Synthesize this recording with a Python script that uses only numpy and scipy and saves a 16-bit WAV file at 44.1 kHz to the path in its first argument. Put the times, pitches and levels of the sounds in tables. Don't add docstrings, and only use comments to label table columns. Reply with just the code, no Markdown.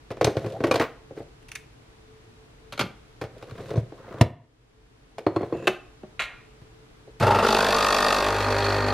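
import sys
import numpy as np
from scipy import signal
from scipy.fft import rfft, irfft
from scipy.io import wavfile
from scipy.ndimage import uniform_filter1d

SR = 44100
rng = np.random.default_rng(int(sys.argv[2]) if len(sys.argv) > 2 else 0)


def put_to_file(sound):
    columns = np.atleast_2d(sound).T
    safe = np.clip(columns, -1, 1)
    whole_steps = np.round(safe * 32767)
    wavfile.write(sys.argv[1], SR, whole_steps.astype(np.int16))


N = 393813
TIME = np.arange(N) / SR
LATCH_S = 4.2115
PUMP_ON_S, STROKE_HZ = 7.2045, 50.09
CATCH_S = 7.445


def from_db(db):
    return 10 ** (np.asarray(db) / 20)


def rms_one(x):
    return x / np.sqrt(np.mean(x ** 2) + 1e-20)


def band(x, low_hz, high_hz, order=3):
    limits_hz = [low_hz, min(high_hz, .45 * SR)]
    return signal.sosfilt(signal.butter(order, limits_hz, "band", fs=SR, output="sos"), x)


def colour(x, spectrum, size=4096):
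    hz, db = np.transpose(spectrum)
    grid_hz = np.maximum(np.arange(size // 2 + 1) * SR / size, 1)
    gain = from_db(np.interp(np.log(grid_hz), np.log(hz), db))
    cepstrum = irfft(np.log(gain))
    cepstrum[1:size // 2] *= 2
    cepstrum[size // 2 + 1:] = 0
    response = irfft(np.exp(rfft(cepstrum)))
    return signal.oaconvolve(x, response)[:len(x)]


def drift(rate):
    return np.interp(TIME * rate, np.arange(12000), rng.standard_normal(12000))


def fade(t, t60):
    return np.exp(-np.log(1000) * t / t60)


def ramp(start_s, length_s):
    return np.clip((TIME - start_s) / length_s, 0, 1)


def add(out, s, sound):
    start = max(round(s * SR), 0)
    out[start:start + len(sound)] += sound[:N - start]


def resonate(x, hz, width_hz):
    turn = np.exp(2j * np.pi * np.cumsum(hz) / SR)
    lowpass = signal.butter(2, width_hz / 2, fs=SR, output="sos")
    return rms_one((signal.sosfilt(lowpass, x / turn) * turn).real)


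def struck(modes, s):
    out, t = np.zeros(N), TIME[:SR // 2]
    ring = sum(from_db(db) * np.sin(2 * np.pi * hz * t) * fade(t, t60) for hz, db, t60 in modes)
    add(out, s, ring * (1 - np.exp(-t / 0.00057)))
    return out


DIP_FALL_S, DIP_RECOVERY_S = 0.082, 0.51


def level_dip(depth_db):
    recovery = np.exp(-np.abs(TIME - LATCH_S) / DIP_RECOVERY_S)
    return from_db(-depth_db * ramp(LATCH_S, DIP_FALL_S) * recovery)


ROOM_DB, DIP_DB = -53, 19.5
# pitch_hz, level_db (per Hz)
ROOM_TONE = [(12, -22.5), (20, -12), (51, -0.5), (80, -14), (118, -4), (199, -18), (302, -12), (377, -18),
             (445, -15.5), (525, -22.5), (796, -23.5), (1310, -26), (3760, -33), (11100, -46), (15000, -61)]


def room_tone(whine_hz, whine_db, drone_hz, drone_db):
    rush = rms_one(colour(rng.standard_normal(N), ROOM_TONE))
    whine = rms_one(band(rng.standard_normal(N), whine_hz - 5, whine_hz + 5, order=2))
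    drone = rms_one(band(rng.standard_normal(N), drone_hz - 8, drone_hz + 8, order=2))
    blend = rush + from_db(whine_db) * whine + from_db(drone_db) * drone
    return from_db(ROOM_DB) * level_dip(DIP_DB) * blend


def kitchen(x, t60, treble_t60, wet_db, treble_db):
    t = TIME[:SR * 2 // 3]
    low = band(rng.standard_normal(len(t)), 74, 3100, order=2) * fade(t, t60)
    high = band(rng.standard_normal(len(t)), 3500, 17000, order=2) * fade(t, treble_t60)
    tail = (low + from_db(treble_db) * high) * np.clip(t / 0.011 - .3, 0, 1)
    return from_db(wet_db) * signal.oaconvolve(x, tail / np.sqrt(np.sum(tail ** 2)))[:N]


# pitch_hz, level_db
WIDTH = [(100, -53.5), (350, -25), (600, -65), (820, -15.5), (1040, -38.5), (1250, -19.5), (2200, -16.5),
         (2800, -15), (4500, -10), (6500, -2.5), (9000, 0.5), (14000, 2)]


def port_difference(x, spread_t60, split_hz):
    t = TIME[:SR // 25]
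    response = rfft(rng.standard_normal(len(t)) * fade(t, spread_t60), 2 * len(t))
    scatter = irfft(response / np.abs(response))[:len(t)]
    side = colour(signal.oaconvolve(x, scatter)[:N], WIDTH)
    treble = band(side, split_hz, 18000, order=2) * rms_one(np.tanh(3 * drift(150)))
    return band(side, 30, split_hz, order=2) + treble


ZONES_HZ = [55, 200, 800, 2200, 5500, 15000]
PIVOT_HZ = 800


def blows(hits, modes, tone, registers_db, ring_db, rattle_t60, damping, rise_s):
    out, t = np.zeros(N), TIME[:SR // 3]
    onset = slice(0, SR // 50)
    zones = list(zip(ZONES_HZ, ZONES_HZ[1:]))[-len(registers_db):]
    mass = rms_one(colour(rng.standard_normal(N) * from_db(2.3 * drift(500)), tone))
    for s, level_db, *brightness in hits:
        strengths = from_db(rng.normal(0, 1.4, len(modes))) * rng.choice([-1, 1], len(modes))
        ring = np.zeros(len(t))
        for strength, (hz, db, t60) in zip(strengths, modes):
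            ring += strength * from_db(db) * np.sin(2 * np.pi * hz * t) * fade(t, min(t60, .2))
        ring = from_db(ring_db) * ring / np.std(ring[onset])
        for (low, high), share_db in zip(zones, registers_db):
            centre = np.sqrt(low * high)
            db = level_db + share_db + sum(brightness) * np.log2(centre / PIVOT_HZ)
            dense = mass[int(s * SR):][:len(t)] * fade(t, rattle_t60 * (centre / 1000) ** -damping)
            body = (ring + dense / np.std(dense[onset])) * (1 - np.exp(-t / rise_s))
            part = band(body, low, high)
            add(out, s, from_db(db) * part / np.std(part[onset]))
    return out


def thuds(hits, hz, t60, second_hz, second_db):
    out, t = np.zeros(N), TIME[:SR // 3]
    tones = np.sin(2 * np.pi * hz * t) + from_db(second_db) * np.sin(2 * np.pi * second_hz * t)
    bounce = tones * fade(t, t60) * (1 - np.exp(-t / 0.0025))
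    for s, thud_db in hits:
        add(out, s, from_db(thud_db) * bounce / np.std(bounce[:SR // 50]))
    return band(out, 88, 270, order=2)


# start_s, level_db (before the register shares)
TICKS = [(1.425, -67), (1.484, -53.5), (1.516, -44.5), (1.552, -39)]
# pitch_hz, level_db (relative), t60_s
FOIL = [(1400, -6, .015), (2700, -2, .012), (6000, -8, .01), (9800, -14, .015)]
FOIL_REGISTERS_DB = [-6.5, 2.5, -5.5]
# pitch_hz, level_db (per Hz)
GLASS_TONE = [(120, -0.5), (400, -8.5), (1500, 0.5), (2700, -14.5), (4500, -22), (8500, -30), (13000, -36),
              (15500, -39)]


def foil_ticks():
    return blows(TICKS, FOIL, GLASS_TONE, FOIL_REGISTERS_DB,
                 ring_db=-9.0, rattle_t60=0.061, damping=0.14, rise_s=0.0018)


# start_s, level_db (before the register shares), brightness_db (per octave)
CLATTER_HITS = [(6.193, -30, -3), (6.202, -38, -2), (6.218, -44.5, 0.5), (6.236, -51, 0.5)]
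# pitch_hz, level_db (relative), t60_s
CLATTER = [(1400, -1, .09), (1873, 2, .085), (2150, -2, .06), (2417, -1, .08), (2654, 3, .07),
           (2810, -2, .07), (3295, -6, .08), (3946, -2, .06), (4113, -8, .06), (4463, -12, .06)]
# pitch_hz, level_db (per Hz)
CLATTER_TONE = [(300, -21), (750, -7), (1100, -4.5), (1500, -1), (2600, 2), (4200, -4), (5000, -20),
                (7000, -15.5), (13000, -30), (15500, -42)]
CLATTER_REGISTERS_DB = [-10.5, 5, 7.5, -7]


def bright_clatter():
    clatter = blows(CLATTER_HITS, CLATTER, CLATTER_TONE, CLATTER_REGISTERS_DB,
                    ring_db=2.5, rattle_t60=0.1, damping=0.04, rise_s=0.001)
    return clatter + kitchen(clatter, t60=0.55, treble_t60=0.35, wet_db=-15, treble_db=-6.0)


# start_s, level_db (before the register shares), brightness_db (per octave)
GLASS_HITS = [(5.671, -20.5, -2), (5.6755, -21, -0.5), (6.032, -45, -9.5)]
# pitch_hz, level_db (relative), t60_s
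GLASS = [(368, 6.5, 0.074), (615, -4, 0.1), (840, -12, 0.05), (1380, 0, .03), (1570, 5, 0.04),
         (2630, 9, 0.022), (3050, 0, .02), (3670, -3.5, 0.03), (8070, -19, 0.03)]
GLASS_REGISTERS_DB = [-23, -3, -2.5, -1, -16]


def glass_blows():
    return blows(GLASS_HITS, GLASS, GLASS_TONE, GLASS_REGISTERS_DB,
                 ring_db=0.0, rattle_t60=0.059, damping=0.14, rise_s=0.00017)


GLASS_DRAG_S = 5.525
# pitch_hz, level_db, width_hz
GLASS_DRAG = [(2640, -56, 200), (6950, -70, 200)]


def glass_drag():
    moving = ramp(GLASS_DRAG_S, .01) * (1 - ramp(GLASS_HITS[0][0], .01))
    singing = sum(from_db(db) * resonate(rng.standard_normal(N), np.full(N, hz), width_hz)
                  for hz, db, width_hz in GLASS_DRAG)
    return moving * singing


# start_s, level_db (before the register shares),
# brightness_db (per octave)
TRAY_HITS = [(5.265, -19.5, 0.5), (5.361, -21.5, 1), (5.408, -32.5, -2), (5.43, -31.5, 0),
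             (5.524, -29.5, -1), (5.548, -37.5, -3)]
# pitch_hz, level_db (relative), t60_s
TRAY = [(322, -0.5, 0.085), (382, 5.5, 0.034), (466, -6, 0.061), (576, -5, 0.058), (686, -5, 0.049),
        (1010, -7, 0.024), (1314, -19, .035), (2650, -24, 0.04), (3430, -15, 0.04), (4200, -14, 0.045),
        (4320, -24, .11), (6750, -35, .04), (8380, -34, 0.05)]
# pitch_hz, level_db (per Hz)
TRAY_TONE = [(120, -8), (230, -29), (340, 5), (520, -20.5), (1050, -11.5), (1350, -27), (4300, -32),
             (6000, -47), (12500, -63), (15500, -97)]
TRAY_REGISTERS_DB = [-8.5, 3.5, -7.5, -23, -36.5]


def tray_blows():
    return blows(TRAY_HITS, TRAY, TRAY_TONE, TRAY_REGISTERS_DB,
                 ring_db=6.5, rattle_t60=0.095, damping=0.15, rise_s=0.0005)


# pitch_hz, level_db (before a quick waver), t60_s
SPRING = [(345, -33, .25), (455, -31, .25)]


def tray_hinge():
    return struck(SPRING, TRAY_HITS[-2][0]) * from_db(2.8 * drift(99))


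# start_s, level_db (before the register shares),
# brightness_db (per octave)
CAPSULE_HITS = [(2.7228, -40, 1.5), (2.776, -39, 0.5), (2.7925, -26, 1), (2.809, -30, 1)]
# pitch_hz, level_db (relative), t60_s
CAPSULE = [(571, -3, .06), (800, -5, .04), (1130, -6, .04), (1405, 0, .045), (2250, -3, .03),
           (3225, 1, .035), (4250, 2, .025), (6336, -19, .08)]
# pitch_hz, level_db (per Hz)
CAPSULE_TONE = [(110, 3), (330, -1), (620, -5), (1400, 1), (1800, -11), (2300, -1.5), (4300, -4),
                (5500, -14), (8000, -21), (11500, -20.5), (15500, -37.5)]
CAPSULE_REGISTERS_DB = [-4.5, -2, -1, -3.5, -16]


def capsule_drop():
    return blows(CAPSULE_HITS, CAPSULE, CAPSULE_TONE, CAPSULE_REGISTERS_DB,
                 ring_db=-2.0, rattle_t60=0.13, damping=0.32, rise_s=0.0011)


# start_s, level_db (before the register shares), brightness_db (per octave), thud_db
KNOCKS = [(0.104, -37.5, -0.5, -36.5), (0.113, -47, 2.5, -53), (0.169, -46, 0, -49),
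          (0.211, -22.5, -0.6, -31), (0.244, -26.5, 4, -22.5), (0.269, -25.5, -2.5, -25.5),
          (0.354, -43, -6.5, -51), (0.368, -30.5, 0, -25), (0.443, -38, -2.5, -32),
          (0.461, -43, 2.5, -30.5), (0.604, -34.5, -3, -34), (0.638, -22.5, -0.5, -32),
          (0.669, -41.5, 3.5, -36.5), (0.7113, -23.5, 1.5, -34), (0.7406, -28, 1.5, -33),
          (0.757, -26.5, 2, -40), (0.797, -24, 0.9, -31.5), (0.818, -36, 2.5, -36), (1.108, -50.5, -7, -44),
          (1.174, -43.5, -3, -56), (1.201, -47, -7, -49), (3.213, -34.5, 1, -37.5), (3.238, -43, 1.5, -35),
          (3.364, -53.5, -4, -57), (3.425, -43.5, 1, -49), (3.519, -61, -6, -34.5),
          (3.602, -44.5, -2, -39.5), (3.659, -58, -3, -53.5), (3.711, -39.5, -3, -37),
          (3.739, -40.5, -3.5, -37), (3.756, -38.5, -4.5, -30.5), (3.774, -41, -3, -16),
          (3.828, -58.5, -4.5, -34.5), (3.921, -48, -3.5, -58), (4.08, -54, -1, -51.5),
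          (4.143, -49, -5.5, -43), (4.2103, -23.5, 1.5, -9.5), (4.26, -57, -5, -33), (5.182, -37.5, 1, -57),
          (6.615, -62, 3, -43), (7.074, -59, -8.5, -56), (7.199, -40.5, 5.5, -37)]
# pitch_hz, level_db (relative), t60_s
HOUSING = [(322, -6, .1), (450, -2, .09), (522, 0, .08), (665, -4, .06), (1098, -10, .035),
           (1518, -13, .03), (2444, -13, .02), (2842, -16, .02), (4247, -15, .012)]
# pitch_hz, level_db (per Hz)
PLASTIC_TONE = [(100, -10), (250, -4.5), (420, 3.5), (640, -3.5), (900, -13.5), (1900, -20), (4300, -26.5),
                (7000, -34.5), (12500, -40.5), (15500, -46.5)]
HOUSING_REGISTERS_DB = [4, -3, -11.5, -25]


def housing_knocks():
    return blows([row[:-1] for row in KNOCKS], HOUSING, PLASTIC_TONE, HOUSING_REGISTERS_DB,
                 ring_db=-3.0, rattle_t60=0.1, damping=0.18, rise_s=0.00026)


TRAY_THUD_DB, CAPSULE_THUD_DB = -10, -9.5


def feet_thuds():
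    jolts = [(row[0], row[-1]) for row in KNOCKS]
    jolts += [(s, db + TRAY_THUD_DB) for s, db, _ in TRAY_HITS]
    jolts += [(s, db + CAPSULE_THUD_DB) for s, db, _ in CAPSULE_HITS]
    return thuds(jolts, hz=116.2, t60=0.063, second_hz=90, second_db=-11.5)


SNAGS_PER_S, SNAG_DB, SNAG_T60_S = 60, 7, .025


def snags():
    catches = (rng.random(N) < SNAGS_PER_S / SR) * rng.uniform(.3, 1, N)
    dying = signal.lfilter([1], [1, -fade(1 / SR, SNAG_T60_S)], catches + 1e-18)
    return rms_one(1 + from_db(SNAG_DB) * dying)


# start_s, end_s, body_db, hiss_db, swish_db, swell_db (change over the stroke)
SLIDES = [(0.267, 0.55, -38, -60, -57, 3), (0.552, 0.704, -33.5, -62, -58, 8),
          (0.814, 0.89, -54, -36, -60, -40), (1.164, 1.246, -45.5, -66, -63, -16),
          (3.337, 3.806, -45, -55.5, -61.5, 12), (3.787, 3.996, -68, -71, -74, 1.5),
          (3.975, 4.226, -45.5, -56.5, -69.5, 16), (5.44, 5.703, -40, -56.5, -63.5, 3),
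          (3.554, 3.73, -63, -73, -63, 6), (5.278, 5.45, -39.5, -60, -67, 2)]
# pitch_hz, level_db
SLIDE_BODY = [(41, -53.5), (70, -20.5), (118, 2), (251, -10), (535, 0.5), (582, -12), (679, -6.5),
              (899, -28), (1170, -24), (2000, -30.5), (2600, -60.5), (4400, -120)]
SLIDE_HISS = [(590, -37), (1000, 8.5), (1880, -0.5), (2100, -2.5), (4440, -16.5), (12400, -43),
              (14000, -27.5)]
SLIDE_SWISH = [(1200, -21.5), (2600, -1), (3900, -0.5), (5200, -8), (7000, -11), (12500, -18.5),
               (15000, -33.5)]


def lever_slide(grain_db):
    slips = rng.standard_normal(N) * from_db(grain_db * drift(190))
    body = rms_one(colour(slips, SLIDE_BODY))
    hiss = rms_one(colour(slips, SLIDE_HISS))
    swish = rms_one(colour(rng.standard_normal(N) * from_db(3 * drift(400)), SLIDE_SWISH))
    catching, out = snags(), np.zeros(N)
    for start, end, body_db, hiss_db, swish_db, swell_db in SLIDES:
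        moving = uniform_filter1d(1.0 * ((TIME > start) & (TIME < end)), size=1500)
        push = from_db(swell_db * (ramp(start, end - start) - .5))
        treble = from_db(hiss_db) * hiss + from_db(swish_db) * swish
        out += moving * push * (from_db(body_db) * body + catching * treble)
    return out


GROAN_S, GROAN_LENGTH_S, GROAN_FROM_HZ, GROAN_TO_HZ, GROAN_DB = 0.48, .105, 500, 690, -35


def lever_groan(width_hz):
    travel = ramp(GROAN_S, GROAN_LENGTH_S)
    hz = GROAN_FROM_HZ + (GROAN_TO_HZ - GROAN_FROM_HZ) * travel
    slips = rng.standard_normal(N) * from_db(4 * drift(170))
    return from_db(GROAN_DB) * np.sin(np.pi * travel ** 2) * resonate(slips, hz, width_hz)


SQUEEZE_S, SQUEEZE_DB, SQUEEZE_DB_PER_S = .27, -44, 59


def capsule_squeeze():
    growth = from_db(SQUEEZE_DB - SQUEEZE_DB_PER_S * np.abs(LATCH_S - TIME))
    effort = ramp(LATCH_S - SQUEEZE_S, .03) * (TIME < LATCH_S) * growth
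    return effort * rms_one(band(rng.standard_normal(N) * from_db(3.9 * drift(150)), 720, 1450))


# pitch_hz, level_db, t60_s
LATCH = [(233, -7.5, 0.048), (364, -27, 0.13), (687, -11, 0.036), (971, -15, 0.044), (1870, -15, 0.018),
         (2300, -14, 0.011), (2710, -16, 0.012), (3200, -19, .012)]
STOP_S = 0.712
# pitch_hz, level_db, t60_s
STOP = [(532, -2.5, 0.037), (1140, -19, 0.069), (2110, -29, 0.037), (2442, -22.5, .07)]
# start_s, level_db
CATCH_SNAPS = [(0.2125, -41), (0.2446, -17.5), (0.7137, -24.5), (0.7415, -42), (0.757, -36), (3.705, -46),
               (3.7369, -54), (3.759, -46), (3.768, -46), (3.783, -52.5)]
# pitch_hz, level_db (relative), t60_s
CATCH = [(3780, 4, .014), (4200, -1, .03), (4900, -3.5, 0.015), (5650, 0.5, 0.012), (6300, -2.5, 0.02),
         (8100, -8.5, .018), (9250, -11, .012)]


def lever_snaps():
    catch = sum(from_db(db) * struck(CATCH, s) for s, db in CATCH_SNAPS)
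    return struck(LATCH, LATCH_S) + struck(STOP, STOP_S) + catch


CRACK_DB, CRACK_T60_S, CRACK_LOW_HZ, CRACK_HIGH_HZ = -13, 0.019, 1800, 6600


def crack():
    out, t = np.zeros(N), TIME[:SR // 10]
    noise = rms_one(band(rng.standard_normal(len(t)), CRACK_LOW_HZ, CRACK_HIGH_HZ, order=2))
    add(out, LATCH_S, from_db(CRACK_DB) * noise * fade(t, CRACK_T60_S) * (1 - np.exp(-t / 0.0018)))
    return out


def handling():
    bodies = housing_knocks() + tray_blows() + glass_blows() + capsule_drop()
    small = bright_clatter() + foil_ticks() + tray_hinge() + glass_drag()
    return band(bodies, 150, 18000, order=2) + feet_thuds() + small + capsule_squeeze() + lever_snaps()


CLINK_S = 8.622
# pitch_hz, level_db, t60_s
CLINK = [(3300, -27, 0.052), (4130, -28, 0.048)]


def clink():
    return struck(CLINK, CLINK_S)


def by_stage(levels_db, water, pressure):
    dry_db, flooded_db, loaded_db = levels_db
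    return from_db(dry_db + (flooded_db - dry_db) * water + (loaded_db - flooded_db) * pressure)


def bursts(cycles, alike, rise, decay, rest):
    phase = cycles % 1
    pattern = rng.standard_normal(SR)[(phase / (cycles[1] - cycles[0])).astype(int)]
    alike = np.clip(alike, 0, 1)
    swell = (1 - np.exp(-phase / rise)) * np.exp(-phase / decay) + rest
    return rms_one(swell * (np.sqrt(alike) * pattern + np.sqrt(1 - alike) * rng.standard_normal(N)))


# dry_db, flooded_db, loaded_db
HUM_DB = (-41.5, -42, -38)
OVERTONE_DRY_DB, OVERTONE_FADE_S, OVERTONE_IDLE_DB = -24, 0.25, -49
OVERTONE_LOADED_DB, OVERTONE_POWER = -31, 2.4


def coil_hum(cycles, water, pressure):
    dry = from_db(OVERTONE_DRY_DB) * (1 - ramp(PUMP_ON_S, OVERTONE_FADE_S))
    loaded = from_db(OVERTONE_LOADED_DB) * pressure ** OVERTONE_POWER
    overtone = dry + from_db(OVERTONE_IDLE_DB) + loaded
    hum = by_stage(HUM_DB, water, pressure) * np.sin(2 * np.pi * cycles)
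    return np.sqrt(2) * (hum + overtone * np.sin(4 * np.pi * cycles))


SHUDDER_S = 0.163
# pitch_hz, level_db (before a slow waver)
SHUDDER = [(222, -29), (400, -28.5)]


def shudder():
    swell = np.sin(np.pi * ramp(CATCH_S, SHUDDER_S))
    return swell * sum(from_db(db + 2 * drift(40)) * np.sin(2 * np.pi * hz * TIME) for hz, db in SHUDDER)


def buzz(orders, cycles, lag, scatter, waver_db):
    out, on = np.zeros(N), slice(int(PUMP_ON_S * SR), N)
    for k, db in orders:
        if k > 2:
            walks = rng.standard_normal((2, 250))
            swell, slip = (np.interp(TIME[on] * 25, np.arange(250), walk) for walk in walks)
            phase = 2 * np.pi * k * (cycles[on] - lag + 0.0026 * slip) + scatter * rng.normal()
            spread = np.pi * (k - 20) ** 2 / 200
            out[on] += from_db(db + waver_db * swell) * np.cos(phase + spread)
    return out / np.std(out[on])


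# dry_db, flooded_db, loaded_db
CASING_DB = (-19, -22, -22.5)
# multiple (of the stroke rate), level_db (relative)
FILLING = [(1, -12), (2, -19), (3, -20), (4, -7.5), (5, -6), (6, -16.5), (7, -15), (8, -14), (9, -3.5),
           (10, -6.5), (11, -2.5), (12, -5.5), (13, -3.5), (14, -7), (15, -7.5), (16, -7), (17, -5),
           (18, -6.5), (19, -4.5), (20, -15), (21, -2.5), (22, -3), (23, -14), (24, -15), (25, -7),
           (26, -6), (27, -16), (28, -9), (29, -12), (30, -27), (31, -15), (32, -7.5), (33, -21), (34, -15),
           (35, -21), (36, -21), (37, -21), (38, -28), (39, -31)]
LOADED = [(1, -7), (2, 0), (3, -14), (4, -19), (5, -6.5), (6, -12), (7, -15), (8, -2.5), (9, -7), (10, -7),
          (11, -4.5), (12, -4), (13, -13), (14, -12), (15, -27), (16, -5.5), (17, -13), (18, -10.5),
          (19, -5.5), (20, -14), (21, -10), (22, -25), (23, -26.5), (24, -10), (25, -8.5), (26, -20),
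          (27, -34), (28, -16), (29, -12), (30, -17), (31, -16), (32, -12.5), (33, -16), (34, -21),
          (35, -19), (36, -12), (37, -9), (38, -20), (39, -17)]
# pitch_hz, level_db (per Hz)
DRY_RATTLE = [(65, -26.5), (110, -11), (156, -17.5), (221, -5), (293, -16), (389, -3.5), (612, -7),
              (669, -4), (714, -14.5), (866, -2.5), (1010, -16.5), (1250, -9), (1410, -7.5), (1690, -18.5),
              (2400, -24.5), (3120, -23), (5280, -120)]
WET_RATTLE = [(88, -15), (150, -15.5), (250, -10), (323, -14), (397, -3), (600, -4), (994, -8.5),
              (1220, -3.5), (1330, -7), (2060, -13), (2400, -16.5), (3120, -66), (5280, -120)]
DAMP_SHARE = 0.13


def casing(cycles, stumble, water, pressure, load):
    wetness = np.clip(water ** 1.23, DAMP_SHARE, 1)
    steady = bursts(cycles - .12, alike=0.31, rise=0.08, decay=0.36, rest=0.06)
    kicks = np.where(TIME < CATCH_S, stumble, steady)
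    dry = from_db(-0.8) * rms_one(colour(kicks, DRY_RATTLE))
    filling = from_db(-2.0) * buzz(FILLING, cycles, lag=.36, scatter=1.12, waver_db=2.5)
    loaded = from_db(-3.0) * buzz(LOADED, cycles, lag=0.222, scatter=1.49, waver_db=3.0)
    rattling = bursts(cycles - .05, alike=0, rise=0.062, decay=0.36, rest=0.12)
    loose = from_db(-7) * rms_one(colour(rattling, WET_RATTLE))
    wet = np.sqrt(1 - load) * filling + np.sqrt(load) * loaded + loose
    return by_stage(CASING_DB, water, pressure) * (np.sqrt(1 - wetness) * dry + np.sqrt(wetness) * wet)


# start_s, lower_hz, lower_db, upper_hz, upper_db
CHAMBER = [(7.205, 320, -27, 1400, -48), (7.24, 580, -27, 1430, -42), (7.27, 847, -24.5, 1470, -30),
           (7.335, 846, -19, 1450, -32), (7.39, 870, -28, 1430, -31), (7.46, 850, -29, 1380, -27),
           (7.55, 833, -25, 1380, -32), (7.61, 1056, -26.5, 1560, -32), (7.72, 1090, -27.5, 1780, -37),
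           (7.79, 1228, -25.5, 1810, -39), (7.98, 1230, -27, 1820, -33), (8.14, 1235, -27, 1820, -34),
           (8.3, 1230, -42, 1870, -61)]


def chamber(cycles, stumble, lag, froth, lower_width_hz, upper_width_hz):
    s, *columns = np.transpose(CHAMBER)
    lower_hz, lower_db, upper_hz, upper_db = (np.interp(TIME, s, c) for c in columns)
    stroke_count = np.floor(cycles - lag)
    clean = rms_one(np.diff(stroke_count, prepend=stroke_count[0]))
    frothy = bursts(cycles - lag, alike=0, rise=.04, decay=.2, rest=.04)
    kicks = np.where(TIME < CATCH_S, stumble, rms_one(clean + froth * frothy))
    lower = from_db(lower_db) * resonate(kicks, lower_hz, lower_width_hz)
    return lower + from_db(upper_db) * resonate(kicks, upper_hz, upper_width_hz)


def valve_taps(modes, uneven_db, mode_db, jitter_s, detune, count=86):
    t = TIME[:SR // 20]
    strokes = PUMP_ON_S + np.arange(count) / STROKE_HZ + jitter_s * rng.standard_normal(count)
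    force_db, out = uneven_db * rng.standard_normal(count), np.zeros(N)
    for hz, db, t60, delay_s in modes:
        decay = fade(t, t60) * (1 - np.exp(-t / 0.0017))
        for s, tap_db, (harder, sharper) in zip(strokes, force_db, rng.standard_normal((count, 2))):
            ring = np.sin(2 * np.pi * hz * (1 + detune * sharper) * t) * decay
            add(out, s + delay_s, from_db(db + tap_db + mode_db * harder) * ring)
    return out


# dry_db, flooded_db, loaded_db
SPIT_DB = (-35.5, -29.5, -36)
TAP_DB = (-5.5, -0.5, -15)
# pitch_hz, level_db (per Hz)
SPIT_FILLING = [(1180, -39), (1880, 6.5), (2030, -14), (2590, 7.5), (2980, -7), (3370, 3.5), (4050, 0.5),
                (4700, 0), (5150, -4.5), (7530, -12.5), (12500, -17.5), (14500, -36)]
SPIT_LOADED = [(1180, -31), (2000, 3), (2050, -7), (2590, 5), (2810, -2.5), (3630, -2.5), (4360, -1.5),
               (5190, -11.5), (5500, -9), (9900, -21.5), (12100, -21), (14500, -39)]
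# pitch_hz, level_db (before stage gain and random unevenness), t60_s, delay_s
VALVE = [(2380, -28.5, 0.031, 0.00214), (2606, -27, 0.049, 0.00258), (3370, -28, .025, 0.000985),
         (4000, -34, 0.022, .001), (4390, -23.5, 0.025, 0.00088), (4740, -20.5, 0.023, 0.000816),
         (5600, -32.5, 0.039, 0.00101)]
VALVE_LOADED = [(2510, -33, .03, .001), (3310, -35, .025, .0004), (4230, -27.5, .04, .0006),
                (4440, -27.5, .04, .0006), (4650, -30, .03, .0006)]


def valve(cycles, stumble, primed, water, pressure, load):
    steady = bursts(cycles - .02, alike=.3, rise=.08, decay=.24, rest=.15)
    sharp = np.where(TIME < CATCH_S, stumble, steady)
    soft = bursts(cycles + .04, alike=0.33, rise=0.079, decay=0.84, rest=0.13) * from_db(2 * drift(50))
    filling = np.sqrt(1 - load) * rms_one(colour(sharp, SPIT_FILLING))
    loaded = np.sqrt(load) * rms_one(colour(soft, SPIT_LOADED))
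    grain = rms_one(from_db(1.8 * drift(1200)))
    spit = by_stage(SPIT_DB, primed, pressure) * (filling + loaded) * grain
    filling_taps = valve_taps(VALVE, uneven_db=1.5, mode_db=2.2, jitter_s=0.0002, detune=.012)
    loaded_taps = valve_taps(VALVE_LOADED, uneven_db=1.8, mode_db=1.8, jitter_s=0.00012, detune=.004)
    taps = primed * by_stage(TAP_DB, water, pressure) * filling_taps + pressure ** 4 * loaded_taps
    return spit + taps


PRIME_S, FILL_S, PRESSURE_FROM_S, PRESSURE_RISE_S = 0.024, 0.35, 8.16, 0.14
BACK_PRESSURE = 0.12


def pump():
    cycles = (TIME - PUMP_ON_S) * STROKE_HZ
    primed, water = ramp(CATCH_S - PRIME_S / 2, PRIME_S), ramp(CATCH_S, FILL_S)
    pressure = 1 - np.exp(-np.maximum(TIME - PRESSURE_FROM_S, 0) / PRESSURE_RISE_S)
    load = np.clip(pressure, BACK_PRESSURE, 1)
    jolt = thuds([(PUMP_ON_S, -23)], hz=123.7, t60=0.41, second_hz=223.0, second_db=-10.0)
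    stumble = bursts((cycles - 1) / 2, alike=0.45, rise=0.05, decay=0.6, rest=.07)
    shaking = casing(cycles, stumble, water, pressure, load)
    air = chamber(cycles, stumble, lag=.2, froth=.3, lower_width_hz=100, upper_width_hz=125)
    spitting = valve(cycles, stumble, primed, water, pressure, load)
    together = coil_hum(cycles, water, pressure) + jolt + shudder() + shaking + air + spitting
    return ramp(PUMP_ON_S, 0.0076) * together


# pitch_hz, level_db
ROOM_WIDTH = [(50, -32.5), (110, -20), (200, -3), (380, -5), (700, 0.5), (3000, 1.5), (14000, 2.5)]


def scene():
    tone_mid, tone_side = (room_tone(whine_hz=438.6, whine_db=-9.5, drone_hz=116.2, drone_db=-12.5)
                           for _ in range(2))
    hands = handling() + lever_slide(grain_db=4.5) + lever_groan(width_hz=160)
    echo_mid, echo_side = (level_dip(depth_db=3.5) * kitchen(hands, t60=0.41, treble_t60=0.25,
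                                                             wet_db=-13.5, treble_db=3.5)
                           for _ in range(2))
    direct = hands + crack() + pump() + clink()
    mid = direct + echo_mid + tone_mid
    side = port_difference(direct, spread_t60=0.008, split_hz=3100)
    side = side + from_db(-14.5) * band(echo_side, 400, 15000, order=2)
    side = side + colour(tone_side, ROOM_WIDTH)
    return np.array([mid + side, mid - side]) * from_db([[.2], [-.2]])


CUTOFF_HZ = 15800


def record(dry):
    return signal.sosfilt(signal.ellip(10, .2, 80, CUTOFF_HZ, fs=SR, output="sos"), dry)


dry = scene()
out = record(dry)
put_to_file(out)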